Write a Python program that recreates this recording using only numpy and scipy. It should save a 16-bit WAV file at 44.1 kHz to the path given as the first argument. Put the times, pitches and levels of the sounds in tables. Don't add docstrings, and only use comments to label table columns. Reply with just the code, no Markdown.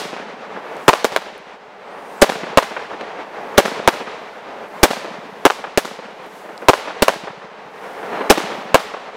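import sys
import numpy as np
from scipy import signal
from scipy.fft import rfft, irfft
from scipy.io import wavfile
from scipy.ndimage import uniform_filter1d

SR = 44100
rng = np.random.default_rng(int(sys.argv[2]) if len(sys.argv) > 2 else 0)


def generate_wav(sig):
    pcm = np.round(np.clip(np.atleast_2d(sig).T, -1, 1) * 32767).astype(np.int16)
    wavfile.write(sys.argv[1], SR, pcm)


def volts_from_decibels(level):
    exponent = np.asarray(level, float) / 20
    return 10 ** exponent


N = 403956

# (time [s], blast [dB], house echoes [dB], rolling tail [dB], ground thump [dB])
LIFT_CHARGES = [
    (-.085, 25, -8, -17, -40),
    (1.0455, -0.5, -15.5, -26, -57),
    (2.219, 17, -5, -17.5, -55),
    (3.579, 18, -6, -17.5, -9.5),
    (4.8312, 16.5, -7.5, -16, -5),
    (5.7748, 1, -12, -22, -26),
    (7.0221, 6.5, -11, -20, -21.5),
    (8.3011, 17, -6, -16, -6),
]
# (time [s], blast [dB], near wall [dB], far front [dB], thump [dB])
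SHELL_BURSTS = [
    (0.8806, 16, 5, -36, -50),
    (1.1625, -7, -16, -39, -58),
    (2.5734, 10.5, -6.5, -7.5, -60),
    (3.8757, 8.5, -12, -14.5, -24),
    (5.4523, 12.5, 2.5, -9.5, -37.5),
    (6.6845, 14, 2, -10, -50.5),
    (7.0819, -2.5, -12, -13.5, -39),
    (8.744, 10, -11, -12.5, -29.5),
]


def colour(x, points):
    hz, db = np.transpose(points)
    f = np.maximum(np.fft.rfftfreq(len(x), 1 / SR), 1)
    return irfft(rfft(x) * volts_from_decibels(np.interp(np.log(f), np.log(hz), db)), len(x))


def unit(x):
    return x / np.sqrt(np.mean(x ** 2))


def band(x, hz, octaves):
    edges = np.minimum(hz * 2 ** (np.array([-.5, .5]) * octaves), [.44 * SR, .49 * SR])
    return signal.sosfilt(signal.butter(2, edges, "band", fs=SR, output="sos"), x)


def shape(x, gain):
    hz, t, z = signal.stft(x, SR, nperseg=256)
    return signal.istft(z * gain(hz[:, None] + 1, t), SR, nperseg=256)[1][:len(x)]


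def walk(rate):
    k = int(SR / rate)
    held = np.repeat(rng.standard_normal(N // k + 1), k)
    slewed = uniform_filter1d(uniform_filter1d(held, k), k)
    return unit(slewed[:N])


def add(out, s, sound):
    i = int(round(s * SR))
    part = sound[max(-i, 0):len(out) - i]
    out[max(i, 0):max(i, 0) + len(part)] += part


def after(rows, fade_s):
    times = np.sort([row[0] for row in rows])

    def trace(t):
        latest = times[np.maximum(np.searchsorted(times, t) - 1, 0)]
        return np.exp(-(t - latest) / fade_s) * (t > times[0])
    return trace


def roar():
    # (time [s], roar [dB])
    comet_level = [(0.0, -32), (0.5, -34), (0.76, -30), (1.1, -34), (1.6, -40), (2.3, -30), (3.01, -33),
                   (3.72, -28), (4.26, -34.5), (4.85, -31), (5.4, -36.5), (6.5, -37.5), (6.81, -29.5),
                   (7.35, -36.5), (7.6, -37), (8.19, -25.5), (8.54, -30), (9.16, -34.5)]
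    # (frequency [Hz], level [dB per Hz])
    roar_colour = [(18, -74.5), (30, -58.5), (128, -16.5), (202, -3), (240, -6), (377, -5.5), (417, 1),
                   (497, -1.5), (863, -2), (1460, -9), (2020, -12.5), (6100, -35.5), (12000, -56),
                   (15600, -80), (22000, -120)]
    since_lift = after(LIFT_CHARGES, 0.58)
    rush = after([*LIFT_CHARGES, *SHELL_BURSTS], 0.81)
    hush = after(SHELL_BURSTS, 0.48)

    def level_db(t):
        return np.interp(t, *np.transpose(comet_level))

    def tilt(f, t):
        bass = np.clip(np.log2(420 / f), 0, 1)
        throat = np.exp(-np.log2(f / 710) ** 2 / 0.29)
        treble = np.clip(np.log2(f / 1300), 0, 1.5)
        bass_db = bass * (-2.5 - 1 * since_lift(t) - 11 * hush(t))
        throat_db = throat * -0.03 * (level_db(t) + 32)
        treble_db = treble * (-4.0 + 12 * rush(t))
        return volts_from_decibels(bass_db + throat_db + treble_db)

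    wash = shape(unit(colour(rng.standard_normal(N), roar_colour)), tilt)
    return wash * volts_from_decibels(level_db(np.arange(N) / SR) + 1.33 * walk(30))


def fizz():
    # (frequency [Hz], level [dB per Hz])
    crack_colour = [(1500, -4), (3000, 9.5), (6000, 9), (10000, 5.5), (16000, 1.5)]
    # (peak time [s], rise [s], hold [s], level [dB])
    spitting = [(0.858, 0.33, .02, -51), (2.13, .28, .09, -52.5), (2.8, .1, 0.09, -71),
                (3.56, .5, .02, -55.5), (4.202, .1, 0.16, -65), (4.822, .3, .02, -51.5),
                (5.44, .5, .02, -55.5), (6.37, .27, .02, -52), (6.61, 0.2, .05, -59.5),
                (7.83, 0.21, 0.48, -54), (8.544, .1, 0.045, -56.5), (8.997, 0.093, 0.11, -72)]
    # (time [s], pitch [Hz], level [dB])
    gas_whistles = [
        [(1.86, 7600, -68), (1.95, 8900, -64), (2.06, 9100, -64), (2.14, 8500, -61), (2.215, 7400, -58)],
        [(8.1, 4300, -60), (8.16, 4180, -50), (8.295, 3950, -49)],
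    ]
    rise_db, fall_db_per_s = 17, 83
    t = np.arange(N) / SR
    cracks = unit(colour(rng.standard_normal(N) * volts_from_decibels(2.0 * rng.exponential(size=N)), crack_colour))
    gain = np.zeros(N)
    for s, rise_s, hold_s, db in spitting:
        climb_db = rise_db * np.maximum(s - t, 0) / max(rise_s, .03)
        fall_db = fall_db_per_s * np.maximum(t - s - hold_s, 0)
        gain += volts_from_decibels(db - climb_db - fall_db)
    out = cracks * gain * volts_from_decibels(0.91 * walk(2))
    for rows in gas_whistles:
        s, hz, db = np.transpose(rows)
        pitch = np.interp(t, s, hz) * (1 + .014 * walk(300))
        phase = 2 * np.pi * np.cumsum(pitch) / SR
        out += np.sin(phase) * volts_from_decibels(np.interp(t, s, db, -200, -200) + 2 * walk(60))
    return out


def sparks():
    # (time [s], peak [dB], centre [Hz], length [ms])
    pops = [(.7667, -43, 7000, 2), (1.3794, -47, 10100, 0.83), (2.2158, -11.5, 6640, 1.5),
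            (3.0100, -23, 2410, 3.8), (3.575, -15, 3020, 4.4), (4.829, -22, 4030, 3),
            (5.045, -42, 7000, 0.84), (6.2644, -48, 11160, .6), (6.578, -22, 4000, 0.4),
            (.138, -21, 1900, 4.9), (1.044, -9, 4400, 1), (6.6184, -44, 8900, .6), (7.8496, -55, 5000, 1.7),
            (8.2948, -12, 1500, 2.3), (8.299, -4.5, 4500, 1.4)]
    out, t = np.zeros(N), np.arange(600) / SR
    for s, db, hz, ms in pops:
        puff = rng.standard_normal(len(t)) * np.exp(-t * 1000 / ms)
        add(out, s, volts_from_decibels(db + 7.0) * band(puff, hz, 1.02))
    return out


def flutter():
    gap_ms, lag_ms, skew_ms = 70.6, -9, 5
    boom_hz, boom_db, loss_db, per_tail_db = 200.3, -14.0, -1.48, 0.75
    out, ms = np.zeros(N), np.arange(1500) * 1000 / SR
    swell = np.exp(-(ms / 4 - 3) ** 2 / 2)
    for s, _, _, tail_db, _ in LIFT_CHARGES:
        chance = rng.standard_normal((14, 2)) * [1.5, .08]
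        for k, (size_db, tune) in enumerate(chance, start=1):
            boom = swell * np.sin(2 * np.pi * boom_hz * (1 + tune) * ms / 1000)
            late_ms = lag_ms + k * gap_ms + skew_ms * (k % 2) * .8 ** k
            db = boom_db + per_tail_db * tail_db + loss_db * k + size_db
            add(out, s + late_ms / 1000, boom * volts_from_decibels(db))
    return out


def thump(width_s):
    u = np.arange(2000) / (SR * width_s)
    return u * np.exp(1 - u)


def blast(push_ms):
    u = np.arange(400) / (SR * push_ms / 1000)
    return (1 - u) * np.exp(-.8 * u)


def paths(wave, table, scatter_db, order=2):
    out = np.zeros(int(.36 * SR))
    t_ms = np.arange(2000) * 1000 / SR
    for ms, db, smear_ms, top_hz in table:
        scatter = rng.standard_normal(len(t_ms)) * np.sqrt(t_ms) * np.exp(-t_ms / smear_ms)
        surface = volts_from_decibels(scatter_db) * scatter / np.sqrt(np.sum(scatter ** 2))
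        surface[0] += 1
        dulling = signal.butter(order, min(top_hz, .45 * SR), fs=SR, output="sos")
        add(out, ms / 1000, volts_from_decibels(db) * signal.sosfilt(dulling, np.convolve(wave, surface)))
    return out


def rolling(quick_db, quick_s, houses_s):
    # (frequency [Hz], t60 [s])
    tail_decay = [(150, 0.77), (500, 0.21), (1500, 0.44), (4000, 0.7), (8000, 0.47), (15000, 0.32)]
    # (frequency [Hz], level [dB per Hz])
    tail_colour = [(35, -62.5), (60, -64), (189, 4), (281, -12), (607, 2.5), (1250, 1), (1470, -3),
                   (5720, -11), (16000, -20.5)]
    t = np.arange(2 ** 16) / SR
    hz, t60 = np.transpose(tail_decay)
    noise = unit(colour(rng.standard_normal(len(t)), tail_colour))
    slaps_db = 8 * uniform_filter1d(np.minimum(rng.exponential(size=600), 2.5), size=3)

    def fading(f, s):
        decay_db = -60 * s / np.interp(np.log(f), np.log(hz), t60)
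        lumps_db = (slaps_db[:len(s)] - 9) / (1 + (f / 3000) ** 2)
        return volts_from_decibels(decay_db + lumps_db)

    strength = np.where(t < houses_s, .4, 1) + volts_from_decibels(quick_db) * np.exp(-t / quick_s)
    build_up = 1 - np.exp(-t / .006)
    return shape(noise, fading) * strength * build_up


def bursts():
    # (delay [ms], gain [dB], smear [ms], top [Hz])
    sky_paths = [(0, 11, .3, 16000), (1.8, 10, .6, 9000), (4.8, -9, 2, 9000), (7, -12, 2, 6000),
                 (9.3, 3, .8, 7000), (12.5, -10, 2, 5000), (15, -6, 2, 4000), (27, -19, 3, 2500)]
    # (delay [ms], gain [dB], smear [ms], top [Hz])
    wall_paths = [(0, -2, 1, 4000), (4.9, -2, 1.5, 5500), (17, -15, 4, 2500)]
    # (delay [ms], gain [dB], smear [ms], top [Hz])
    front_paths = [(0, -5, 3, 3000), (5, -4, 4, 3000), (28, -9, 5, 2200), (143, -10, 10, 1800)]
    # (near wall [ms], far front [ms])
    answer_delays = [(51.6, 238), (56, 190), (53, 192), (59, 196), (48.7, 188), (49.5, 190), (55, 191),
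                     (54, 195)]
    # (time [s], peak [dB])
    stray_echoes = [(0.561, -18), (2.709, -18), (3.008, -19.5), (3.029, -23), (3.189, -21), (2.933, -18.5),
                    (3.948, -21), (4.006, -18), (5.588, -24), (6.45, -23.5), (6.49, -23.5), (6.62, -19),
                    (7.42, -28), (8.029, -17.5), (8.127, -17), (8.208, -9.5)]
    out = np.zeros(N)
    for (s, db, wall_db, front_db, _), (wall_ms, front_ms) in zip(SHELL_BURSTS, answer_delays):
        wave = blast(.24 * volts_from_decibels(.1 * db))
        add(out, s, volts_from_decibels(db) * paths(wave, sky_paths, -4))
        add(out, s + wall_ms / 1000, volts_from_decibels(wall_db) * paths(wave, wall_paths, -4))
        add(out, s + front_ms / 1000, volts_from_decibels(front_db) * paths(wave, front_paths, 6, order=4))
        add(out, s, volts_from_decibels(-33 + 0.77 * db) * rolling(12, .014, .05))
    ring_hz, ring_width_hz, ring_db, cut_hz = 1008, 406, -2, 275
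    ring = signal.iirpeak(ring_hz, ring_hz / ring_width_hz, fs=SR)
    out = signal.lfilter(*signal.butter(1, cut_hz, "high", fs=SR), out)
    out = out + volts_from_decibels(ring_db) * signal.lfilter(*ring, out)
    for s, db in stray_echoes:
        add(out, s, volts_from_decibels(db) * paths(blast(0.59), [(0, 0, 7.9, 2800)], 8.2, order=4))
    return out


def lifts():
    # (delay [ms], gain [dB], smear [ms], top [Hz])
    tube_paths = [(0, 4, .4, 16000), (5.0, 2, .8, 6000), (8.4, -7, 2, 3500), (12, -12, 3, 3500),
                  (19, -19, 2, 7000), (24, -18, 1.5, 4000)]
    # (delay [ms], gain [dB], smear [ms], top [Hz])
    house_paths = [(74.2, -2, 1.5, 6000), (79.3, 2, 1.5, 6500), (101.8, -3, 1, 3000), (137, -6, 5, 2500),
                   (215, -7, 2, 3500), (221, -7, 3, 3000), (250, -10, 3, 2000), (310, -12, 4, 1200)]
    jet_colour = [(300, -3.5), (600, -12.0), (3000, -2.0), (16000, -16)]  # (Hz, dB per Hz)
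    out, t = np.zeros(N), np.arange(3000) / SR
    for s, db, echo_db, tail_db, _ in LIFT_CHARGES:
        wave = blast(.42 * volts_from_decibels(.15 * db))
        jet = unit(colour(rng.standard_normal(len(t)), jet_colour)) * np.exp(-t / .006)
        add(out, s, volts_from_decibels(db) * paths(wave, tube_paths, -5))
        add(out, s, volts_from_decibels(echo_db) * paths(wave, house_paths, -1, order=4))
        add(out, s, volts_from_decibels(46 + 2.6 * tail_db) * jet)
        add(out, s, volts_from_decibels(tail_db) * rolling(11, .011, .075))
    return out


def scene():
    # (frequency [Hz], width [Hz], level [dB])
    cavity_rings = [(586, 390, -1), (1500, 360, -8)]
    thumps = np.zeros(N)
    for row in [*LIFT_CHARGES, *SHELL_BURSTS]:
        add(thumps, row[0], volts_from_decibels(row[-1] + 8) * thump(0.0015))
    bangs = lifts() + bursts()
    rings = np.zeros(N)
    for hz, width_hz, db in cavity_rings:
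        rings += volts_from_decibels(db) * signal.lfilter(*signal.iirpeak(hz, hz / width_hz, fs=SR), bangs)
    low_cut = signal.butter(3, 290, "high", fs=SR, output="sos")
    heard_bangs = signal.sosfilt(low_cut, bangs + rings)
    return (heard_bangs + thumps + roar() + fizz() + sparks() + flutter())[None]


def top_cut(x):
    return signal.sosfilt(signal.butter(12, 16370, fs=SR, output="sos"), x)


def record(dry):
    hiss = volts_from_decibels(-79) * rng.standard_normal(N)
    clipped = np.clip(dry[0] + hiss, -.99, .99)
    rolled = colour(clipped, [(14000, 0), (15700, -1.5), (16300, -14), (17000, -20), (19000, -30)])
    return top_cut(rolled[None])


dry = scene()
out = record(dry)
generate_wav(out)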